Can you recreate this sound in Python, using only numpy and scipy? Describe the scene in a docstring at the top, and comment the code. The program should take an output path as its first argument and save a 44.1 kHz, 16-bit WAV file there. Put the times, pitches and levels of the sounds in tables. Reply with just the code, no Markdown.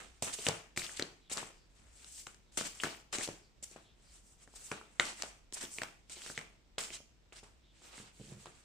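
"""Overhand shuffle, close by

A deck of large coated cards is shuffled overhand, close to a stereo microphone in a furnished room.
Packets slap down as short bursts ringing air, hand and edge; then they slide with a grainy swish of shaped noise.
Edges tick, and knocks ring the dull modes of pile and palm. Faint airy whistles are narrow bands of noise.
Decaying noise makes the reflections of the room; a wavering low hum and steady hiss lie below."""
import sys
import numpy as np
from scipy import signal
from scipy.io import wavfile

SR = 44100
rng = np.random.default_rng(int(sys.argv[2]) if len(sys.argv) > 2 else 0)


def inscribe(sig):
    """Save sig as 16-bit PCM at rate SR to the path in sys.argv[1].

    A 1-D sig is mono; a 2-D sig holds one channel per row.
    Samples are clipped to [-1, 1] before scaling.
    """
    pcm = np.round(np.clip(np.atleast_2d(sig).T, -1, 1) * 32767)
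    wavfile.write(sys.argv[1], SR, pcm.astype(np.int16))


N = 381332

# spectrum of coating sliding on coating: (frequency [Hz], relative level [dB per Hz])
SWISH_SPECTRUM = [(900, -28.5), (2000, -2.5), (3000, 1.5), (4500, 3.5), (6500, 3.5), (9000, 13),
                  (11500, 10.5), (15000, 8)]


def from_db(db):
    """Gain of a level."""
    return 10 ** (np.asarray(db) / 20)


def rms_one(x):
    """Scaled to unit power."""
    return x / np.sqrt(np.mean(x ** 2) + 1e-20)


def at_hz(points, hz):
    """A curve over frequency, read on a log-frequency axis."""
    points = np.array(points)
    return np.interp(np.log(hz), np.log(points[:, 0]), points[:, 1])


def sides(pan_db):
    """Left and right gains for a left-right level difference."""
    return from_db(np.array([pan_db / 2, -pan_db / 2]))


def hand_sides():
    """Left and right gains at every sample as the hands move across the microphone pair."""
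    # where the hands are: (time [s], left-right difference [dB])
    hand_pan = [(0, -3), (.6, 3.5), (3, 3), (5, 1), (8.65, -1)]
    s, pan_db = np.transpose(hand_pan)
    return sides(np.interp(np.arange(N) / SR, s, pan_db))


def drift(rate_hz):
    """Slow chance of spread 1: noise through two equal low-pass poles, drawn at every eighth sample."""
    r = np.exp(-2 * np.pi * rate_hz * 8 / SR)
    noise = rng.standard_normal((N + SR) // 8 + 2)
    slow = signal.lfilter([1], [1, -2 * r, r * r], noise)[SR // 8:]   # the filter has settled by here
    return np.interp(np.arange(N) / 8, np.arange(len(slow)), rms_one(slow))


def ring(x, hz, t60):
    """A two-pole resonance: a unit click starts a decaying sine of starting height 1."""
    r, w = from_db(-60 / (t60 * SR)), 2 * np.pi * hz / SR
    return signal.lfilter([0, np.sin(w)], [1, -2 * r * np.cos(w), r * r], x + 1e-18)


def coloured(spectrum, grain_db, patchy_db, ticks=0):
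    """Stereo noise shaped in half-octaves, lumpy with stick-slip grains and band-wise flicker; rms 1."""
    # how alike the two microphones hear it: (frequency [Hz], left-right correlation)
    likeness = [(30, 0.018), (250, 0.6), (700, 0.13), (2000, 0.025), (5000, 0.085), (12000, 0.03)]
    # balance of the microphone pair: (frequency [Hz], left-right difference [dB])
    tilt = [(60, -2), (180, 0), (550, 0.5), (1650, 1), (4970, -2), (15000, -1)]
    white = (rng.standard_normal((2, 2, N)) + ticks) * from_db(grain_db * drift(240))
    flicker = [drift(17) + 0.4 * drift(4) for _ in range(4)]
    edges = 22 * 2 ** np.arange(0, 10, 0.5)
    out = 0
    for k, (low, high) in enumerate(zip(edges, edges[1:])):
        hz = np.sqrt(low * high)
        level_db = at_hz(spectrum, hz)
        if level_db < -50:   # too faint to matter
            continue
        band = signal.butter(2, [low, high], "band", fs=SR, output="sos")
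        mid, side = signal.sosfilt(band, white[k % 2])
        alike = np.clip(at_hz(likeness, hz), -1, 1)
        pair = np.sqrt(1 + alike) * mid + np.sqrt(1 - alike) * side * [[1], [-1]]
        gain = from_db(level_db + patchy_db * flicker[k // 2 % 4])   # neighbouring bands flicker together
        out = out + gain * sides(at_hz(tilt, hz))[:, None] * pair
    return rms_one(out)


def slaps():
    """A click and a brief noise burst ring the air between the cards, thud in the hand and snap at the edge."""
    # slaps and edge ticks: (time [s], level of the air ring [dB], ring of the trapped air [Hz],
    # thud level relative to the air ring [dB], snap level relative to the air ring [dB])
    slap_rows = [(0.224, -33, 755, 9, 9), (0.388, -35.5, 3120, -2, -8), (0.4669, -16.5, 2870, -10.5, -3),
                 (0.4845, -27.5, 596, -7, -20), (0.4862, -24.5, 3060, 3.5, 11.5),
                 (0.4875, -18.5, 9100, -10, -10), (0.4949, -25.5, 930, -29, -20),
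                 (0.763, -39, 2200, -14, 4), (0.775, -21.5, 2340, -9.5, 1), (0.819, -31.5, 2280, -30, -6),
                 (0.866, -34.5, 3540, -25, -23), (0.894, -37, 1770, -36, -23), (0.996, -27, 1840, -3.5, 6),
                 (0.999, -34, 3500, -17, -16), (1.0238, -21.5, 4200, -9, -2.5),
                 (1.026, -29.5, 4100, -30, -23), (1.315, -34.5, 3760, -2.5, -12),
                 (1.368, -38, 1200, -5, -6), (1.3725, -36, 810, -5, 17), (1.3789, -30.5, 1310, -21, 7),
                 (1.429, -37.5, 930, 0.5, -14), (1.819, -68.5, 4000, -20, 8),
                 (2.045, -47.5, 4040, -10, 11.5), (2.268, -39, 2880, -35, -11),
                 (2.269, -37.5, 1350, -4.5, 7), (2.345, -55.5, 7640, -32, 12), (2.576, -42, 4470, 6.5, -8),
                 (2.596, -41, 2010, -8, 0), (2.611, -31, 1520, -2.5, 4), (2.8006, -29, 3060, -41, -34),
                 (2.805, -31, 3100, -22, -8), (2.836, -20.5, 1680, -37, -4), (2.842, -29.5, 1460, 3, 4),
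                 (2.855, -30.5, 3170, -3, -15), (2.87, -33, 860, -16, -22), (2.948, -39, 2200, -33, -47.5),
                 (3.185, -30.5, 2700, -2, 10), (3.211, -33.5, 2000, -8, -10), (3.276, -38, 900, 0.5, 9),
                 (3.288, -26.5, 720, -11, -30), (3.627, -37.5, 7450, -11, -16), (3.713, -48, 7700, -4, 3),
                 (3.761, -55, 820, 16, -34), (4.476, -50, 1780, 1, -1), (4.539, -50, 1040, -16, -13),
                 (4.716, -30, 2450, -3.5, -25), (4.717, -29.5, 1380, -10.5, 2),
                 (4.7254, -34, 1570, -7, -16), (4.813, -41.5, 1400, -8, -34),
                 (4.9974, -15.5, 2040, -52, -4.5), (4.9976, -16, 3690, -43, -3),
                 (4.998, -29, 1400, -41.5, -30), (4.999, -19, 2240, -43, -30),
                 (5.006, -24.5, 1550, -40, -13), (5.008, -27, 1540, -35, -19),
                 (5.054, -39.5, 7600, -24, 12.5), (5.2224, -29.5, 4000, -41, 10),
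                 (5.233, -38.5, 1400, -19, 9), (5.236, -34, 710, -10.5, -8), (5.525, -49, 2790, 6, 20),
                 (5.637, -41, 3530, 6.5, -24), (5.652, -36, 3390, -31, -11), (5.785, -27.5, 2350, -9.5, -1),
                 (5.8183, -26.5, 1800, -8.5, 0), (5.8196, -31, 2700, -8, -7), (5.834, -32.5, 1010, -29, 9),
                 (6.097, -55, 1770, -21, 19.5), (6.169, -50.5, 900, 2.5, -21), (6.219, -41, 3020, -18, 5),
                 (6.263, -39.5, 1770, -9, 8), (6.3, -38.5, 1560, 0.5, -17), (6.377, -24, 2130, -8, -4),
                 (6.39, -35, 2040, -20, 4), (6.412, -44, 2000, -21.5, 7), (6.781, -31.5, 520, -9, -8.5),
                 (6.783, -25, 3300, -26, 2.5), (6.826, -40, 7800, -14, -3), (6.904, -36, 2630, -7.5, -2),
                 (7.003, -53, 596, 3, -18.5), (7.324, -44, 2720, -7.5, -12), (7.431, -51.5, 840, 8, 1),
                 (7.819, -56.5, 1177, 1, -14.5), (7.841, -56, 7460, -33, -1), (7.942, -49, 2490, -20, -6),
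                 (7.98, -44, 2060, -1, -10), (8.243, -65, 3000, -20, 4), (8.458, -38.5, 1040, -36, 2),
                 (8.469, -47.5, 3700, 6, -8)]
    air_t60_s = 0.003   # for a pocket ringing at 1500 Hz
    snap_band_hz, snap_s = (1300, 14300), 0.0014   # the crack of the card edge
    out, pan = np.zeros((2, N + SR)), hand_sides()
    t = np.arange(SR // 20) / SR
    click = t == 0
    edge = signal.butter(1, snap_band_hz, "band", fs=SR)
    all_grit = rng.standard_normal((len(slap_rows), 3, len(t)))
    for (s, db, hz, thud_db, snap_db), grit in zip(slap_rows, all_grit):
        shared, apart = grit[0], grit[1:]   # noise common to both sides, and one for each side
        contact = (shared + 0.5 * apart) * np.exp(-t / 0.00056) * 0.12 + click

        t60 = air_t60_s * (1500 / hz) ** 0.3   # small high pockets die sooner
        ringing = ring(ring(contact, hz, t60), hz, t60)   # twice: a soft rise and a narrow band
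        overtone = ring(contact, 2.0 * min(hz, 5000), air_t60_s / 2)
        air = ringing / np.abs(ringing).max() + 0.19 * overtone

        push = shared * np.exp(-t / 0.0072) * 0.1 + click
        thud = ring(push, 560, 0.0038) + 0.4 * ring(push, 380, 0.0082) + 0.18 * ring(push, 110, 0.019)

        snap = signal.lfilter(*edge, (shared + apart) * np.exp(-t / snap_s) + 1.4 * click)
        snap = snap / np.abs(snap).max()

        blow = air + from_db(thud_db) * thud + from_db(snap_db) * snap
        at = round(s * SR)
        out[:, at:at + len(t)] += from_db(db) * blow * pan[:, [at]]
    return out[:, :N]


def sliding():
    """Coating rubs on coating with a bright swish while the packet bends with a duller rustle."""
    # spectrum of the bending packet: (frequency [Hz], relative level [dB per Hz])
    flex_spectrum = [(90, -20.5), (200, 1), (500, 4), (1200, 4), (2200, 2.5), (4000, -4.5)]
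    scrape_share = 0.39   # weight of the scrapes beside the noise
    split_hz = 5170   # a light touch excites mostly the swish above this, a firm one its body too
    ticks = edge_ticks(per_s=200, size_db=11.5)
    swish = coloured([(300, -85.0)] + SWISH_SPECTRUM, grain_db=0.5, patchy_db=2.5, ticks=ticks)
    swish = swish + scrape_share * scrapes()
    rustle_spectrum = [(40, -61.5)] + flex_spectrum + [(9000, -67.5)]
    rustle = coloured(rustle_spectrum, grain_db=2.5, patchy_db=1.0, ticks=ticks)
    top = signal.sosfilt(signal.butter(3, split_hz, "high", fs=SR, output="sos"), swish)
    body = signal.sosfilt(signal.butter(3, split_hz, "low", fs=SR, output="sos"), swish)
    top_gain, body_gain, rustle_gain = sliding_gains()
    return (top_gain * top + body_gain * body + rustle_gain * rustle) * hand_sides()


def sliding_gains():
    """Gains of swish top, swish body and rustle: jolts start abruptly and fade, rubs are bells; powers add."""
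    # a landing jolts the cards into sliding, and the slide dies away:
    # (time [s], swish level before burst and fade [dB], rustle level before burst and fade [dB])
    jolt_rows = [(0, -49, -52), (0.222, -33.5, -50.5), (0.467, -36.5, -39), (.765, -44, -52),
                 (0.772, -33.5, -54.5), (0.995, -44.5, -48), (1.297, -45.5, -57.5), (1.379, -41, -45.5),
                 (2.266, -53, -62), (2.572, -31, -45), (2.834, -38.5, -41), (3.126, -37, -42.5),
                 (3.286, -50, -54.5), (3.625, -50, -67), (3.761, -58.5, -59.5), (4.713, -50, -47),
                 (5.001, -39, -42), (5.234, -47, -50.5), (5.608, -43.5, -52.5), (5.815, -46.5, -50.5),
                 (6.098, -51, -61), (6.378, -49.5, -51), (6.783, -35, -45.5), (7.326, -56, -61),
                 (7.433, -58, -63), (8.455, -56, -60)]
    # fingers push cards along each other, swelling and fading: (peak time [s], half-width to 1/e [s],
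    # swish top level [dB], swish body level relative to top [dB], rustle level [dB])
    rub_rows = [(.16, 0.072, -68, 6, -77), (.285, 0.03, -50, 0, -45), (0.342, 0.016, -37.5, 3, -53),
                (.42, 0.056, -38.5, -1.5, -58.5), (.458, 0.011, -33, -8, -48),
                (0.849, 0.022, -43.5, 7, -51.5), (.92, 0.063, -51, 3, -57.5),
                (0.973, 0.0072, -41, 5.5, -69), (0.992, 0.013, -40.5, 2, -63),
                (1.327, 0.014, -30.5, -6, -56), (1.358, 0.019, -45.5, 1, -52.5), (1.78, 0.021, -64, 3, -73),
                (1.87, 0.15, -66.5, -8, -73), (2.032, 0.085, -54.5, 0.5, -69.5),
                (2.176, 0.069, -44.5, -8, -73.5), (2.664, 0.017, -38.5, 3, -47.5),
                (2.77, 0.27, -52, -1, -69), (2.823, 0.019, -40.5, -7, -57.5),
                (3.148, 0.015, -35, 4.5, -42.5), (3.2, 0.03, -42, 3.5, -49), (3.241, 0.019, -36, 5, -58),
                (3.64, 0.0061, -38.5, -3, -69), (3.73, 0.027, -55.5, 0.5, -66),
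                (4.06, 0.076, -65, 1.5, -74), (4.15, 0.045, -57, 1, -71), (4.292, 0.073, -60.5, -21, -76),
                (4.419, 0.03, -57, -1, -70), (4.565, 0.011, -41.5, -26, -62),
                (4.642, 0.099, -48, -5.5, -64.5), (4.93, 0.73, -67, -1, -73),
                (5.08, 0.048, -43.5, 5.5, -51.5), (5.201, 0.034, -47, 0, -57.5),
                (5.544, 0.0097, -34, -13, -66), (5.575, 0.02, -45, 4.5, -53),
                (5.631, 0.025, -39.5, 0.5, -52), (5.741, 0.051, -44, -11, -68), (5.8, 0.034, -52.5, 3, -62),
                (6.129, 0.017, -43, 1, -65), (6.219, 0.083, -48, 4, -63.5),
                (6.286, 0.048, -42.5, -1.5, -58), (6.365, 0.029, -53, 10, -69),
                (6.808, 0.0092, -39, 1, -62), (6.845, 0.01, -44, 8.5, -67), (6.944, 0.027, -44.5, 7, -57.5),
                (7.376, 0.02, -49, 5, -66), (7.782, 0.047, -67, 8, -76), (7.862, 0.039, -53.5, 4.5, -62.5),
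                (7.97, 0.075, -51.5, 3, -57), (8.078, 0.038, -63.5, 8, -63.5), (8.18, 0.049, -58, 0, -73),
                (8.27, 0.068, -55.5, 4, -73), (8.33, 0.042, -60.5, 4, -63), (8.421, 0.058, -57.5, 0, -65.5),
                (8.55, 0.12, -62.5, 1.5, -71)]
    swish_fade, rustle_fade = 160, 138   # dB per second
    burst_db, burst_s, rise_s = 8.5, 0.0061, 0.0018   # extra level as a jolt starts, its decay, and the rise
    rub_edge = 2.03   # 2 is a Gaussian bell, more has a flatter top and steeper flanks
    power = np.zeros((3, N + 2 * SR))   # a second to spare at either end
    t = np.arange(SR // 2) / SR
    fade_db = -np.outer([swish_fade, swish_fade, rustle_fade], t) + burst_db * np.exp(-t / burst_s)
    jolt = (1 - np.exp(-t / rise_s)) * from_db(fade_db)
    for s, swish_db, rustle_db in jolt_rows:
        at = SR + round(s * SR)
        levels = from_db(np.c_[[swish_db, swish_db, rustle_db]])
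        power[:, at:at + len(t)] += (levels * jolt) ** 2
    for s, half_s, swish_db, body_db, rustle_db in rub_rows:
        at = SR + round(s * SR) - len(t) // 2
        bell = np.exp(-np.abs((t - t.mean()) / half_s) ** rub_edge)
        levels = from_db(np.c_[[swish_db, swish_db + body_db, rustle_db]])
        power[:, at:at + len(t)] += (levels * bell) ** 2
    return np.sqrt(power[:, SR:SR + N])


def edge_ticks(per_s, size_db):
    """Single card edges catch and let go at random, as clicks of random size and sign."""
    caught = (rng.random(N) < per_s / SR) * from_db(size_db + 3 * rng.standard_normal(N))
    return caught * rng.choice([-1, 1], (2, N))


def scrapes():
    """The coating catches in clumps; each catch rings a short note set by its spot, to one side or the other."""
    per_s, ring_cycles = 2200, 38   # catches per second before clumping; cycles of a note until 60 dB down
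    chance = per_s * from_db(4.0 * drift(40)) / SR
    caught = np.flatnonzero(rng.random(N) < chance)
    size, side, spot = rng.random((3, len(caught)))
    pitches = np.geomspace(1500, 9500, num=16)
    pitch_index = (spot * len(pitches)).astype(int)
    out = 0
    for k, hz in enumerate(pitches):
        mine = pitch_index == k
        heights = from_db(-3.0 * np.log(1.03 - size[mine]))   # mostly small, a few large
        clicks = np.zeros((2, N))
        clicks[:, caught[mine]] = heights * np.sqrt([side[mine], 1 - side[mine]])
        gain = from_db(at_hz(SWISH_SPECTRUM, hz)) * np.sqrt(hz)   # pitches further apart carry more of the band
        out = out + gain * ring(clicks, hz, ring_cycles / hz)
    return rms_one(out)


def knocks():
    """The pile knocks the palm: soft contacts ring the dull modes of both."""
    # knocks: (time [s], level of the contact click [dB])
    knock_rows = [(8, -44), (8.198, -41.5), (8.208, -42.5), (8.231, -59), (8.27, -53), (8.283, -47),
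                  (8.298, -49), (8.319, -42), (8.327, -47), (8.368, -51)]
    # modes of pile and palm: (frequency [Hz], level [dB], time to fall by 60 dB [s])
    palm_modes = [(126, -2.5, 0.064), (192, -3.5, 0.054), (367, -1.5, 0.011)]
    clicks = np.zeros(N)
    for s, db in knock_rows:
        clicks[round(s * SR)] = from_db(db)
    # the pile drags on after each knock
    clicks += 0.036 * rng.standard_normal(N) * signal.lfilter([1], [1, -0.999], clicks)
    clicks = signal.lfilter([0.08], [1, -0.92], clicks)   # flesh spreads the contact over a millisecond
    modes = sum(from_db(db) * ring(clicks, hz, t60) for hz, db, t60 in palm_modes)
    return modes * sides(-3.0)[:, None]


def whistles():
    """Faint airy whistles between strokes: short spells of noise in a narrow band that sinks a little."""
    # whistles: (start [s], length [s], middle pitch [Hz], level at the middle [dB])
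    whistle_rows = [(1.195, 0.13, 3600, -74), (1.53, 0.16, 4840, -76), (2.44, 0.12, 3740, -79.5),
                    (3.4, 0.1, 4770, -74.5), (3.811, 0.15, 3540, -71.5), (4.039, 0.1, 4650, -71),
                    (7.605, 0.15, 3550, -75)]
    sag, spread_hz = 0.082, 500   # share of the pitch lost over a whistle; drift rate that sets the bandwidth
    t, out = np.arange(N) / SR, np.zeros(N)
    a, b = drift(spread_hz), drift(spread_hz)
    for s, length, hz, db in whistle_rows:
        i = slice(round(s * SR), round((s + length) * SR))
        done = (t[i] - s) / length
        phase = 2 * np.pi * np.cumsum(hz * (1 + sag * (0.5 - done))) / SR
        breath = a[i] * np.sin(phase) + b[i] * np.cos(phase)
        out[i] += from_db(db) * np.sin(np.pi * done) * breath
    return out


def room(x):
    """Dense reflections after a short gap, dying band by band; long waves reach both microphones alike."""
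    # reverberation: (frequency [Hz], time to fall by 60 dB [s])
    room_t60 = [(200, 0.38), (1400, 0.31), (4000, 0.4), (10000, 0.36)]
    gap_s, wide_hz = 0.0072, 842   # silence before the first reflection; the tail is wide above wide_hz
    t, tail = np.arange(SR // 2) / SR, 0
    white = rng.standard_normal((2, len(t))) * (t > gap_s)
    for hz in 44 * 2.0 ** np.arange(9):
        octave = signal.butter(2, [hz / 2 ** 0.5, hz * 2 ** 0.5], "band", fs=SR, output="sos")
        mid, side = signal.sosfilt(octave, white)
        width = hz ** 2 / (hz ** 2 + wide_hz ** 2)
        decay = from_db(-60 * t / at_hz(room_t60, hz))
        tail = tail + (mid + width * side * [[1], [-1]]) * decay
    tail = tail / np.sqrt(np.sum(tail ** 2) / 2)
    return signal.fftconvolve(x.mean(axis=0, keepdims=True), tail, axes=1)[:, :N]


def room_tone():
    """Steady air and microphone noise with a low hum that wavers in pitch and level."""
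    # spectrum of the hiss: (frequency [Hz], relative level [dB per Hz])
    tone_spectrum = [(25, 3), (40, -2.5), (60, -5.5), (100, -2.5), (300, -10.5), (1200, -21.5),
                     (3000, -21.5), (6000, -26.5), (9000, -31), (15000, -17.5)]
    hiss_db, hum_db = -67.5, -70   # rms of the hiss; rms of the hum before it wavers
    hum_hz, hum_waver_hz = 50, 8   # mean pitch and its spread
    turns = np.cumsum(hum_hz + hum_waver_hz * drift(20.0)) / SR
    hum = np.sqrt(2) * np.sin(2 * np.pi * turns) * from_db(2.5 * drift(9))
    hiss = coloured(tone_spectrum, grain_db=-1.0, patchy_db=0.5)
    return from_db(hiss_db) * hiss + from_db(hum_db) * hum


def scene():
    """Hands and cards, their room sound and the steady background."""
    bass_cut_hz = 143   # hands and cards are too small to radiate below this
    slap_room_db, slap_room_hz = -0.5, 2200   # a crack is beamed: the walls get mostly its body below this
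    room_db = -2
    blows = slaps() + knocks()
    rubbing = sliding() + whistles()
    blows = signal.lfilter(*signal.butter(2, bass_cut_hz, "high", fs=SR), blows)
    body = signal.lfilter(*signal.butter(1, slap_room_hz, fs=SR), blows)
    to_walls = from_db(slap_room_db) * body + 0.65 * rubbing
    return blows + rubbing + from_db(room_db) * room(to_walls) + room_tone()


def record(dry):
    """The microphone port rings, the treble steps down above it, the top is cut steeply."""
    port_hz, port_t60_s, port_db = 7970, 0.0046, -26
    step_hz = 8906, 10215   # the response steps down between these edges
    cutoff_hz = 15750   # 60 dB down from here up
    with_port = dry + from_db(port_db) * ring(dry, port_hz, port_t60_s)
    # poles of the lower edge against zeros at the upper edge, with unit gain in the bass
    poles, zeros = [signal.butter(12, hz, fs=SR, output="zpk")[1] for hz in step_hz]
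    unit_gain = np.real(np.prod(1 - poles) / np.prod(1 - zeros))
    stepped = signal.sosfilt(signal.zpk2sos(zeros, poles, unit_gain), with_port)
    return signal.sosfilt(signal.cheby2(18, 60, cutoff_hz, fs=SR, output="sos"), stepped)


dry = scene()
out = record(dry)
inscribe(out)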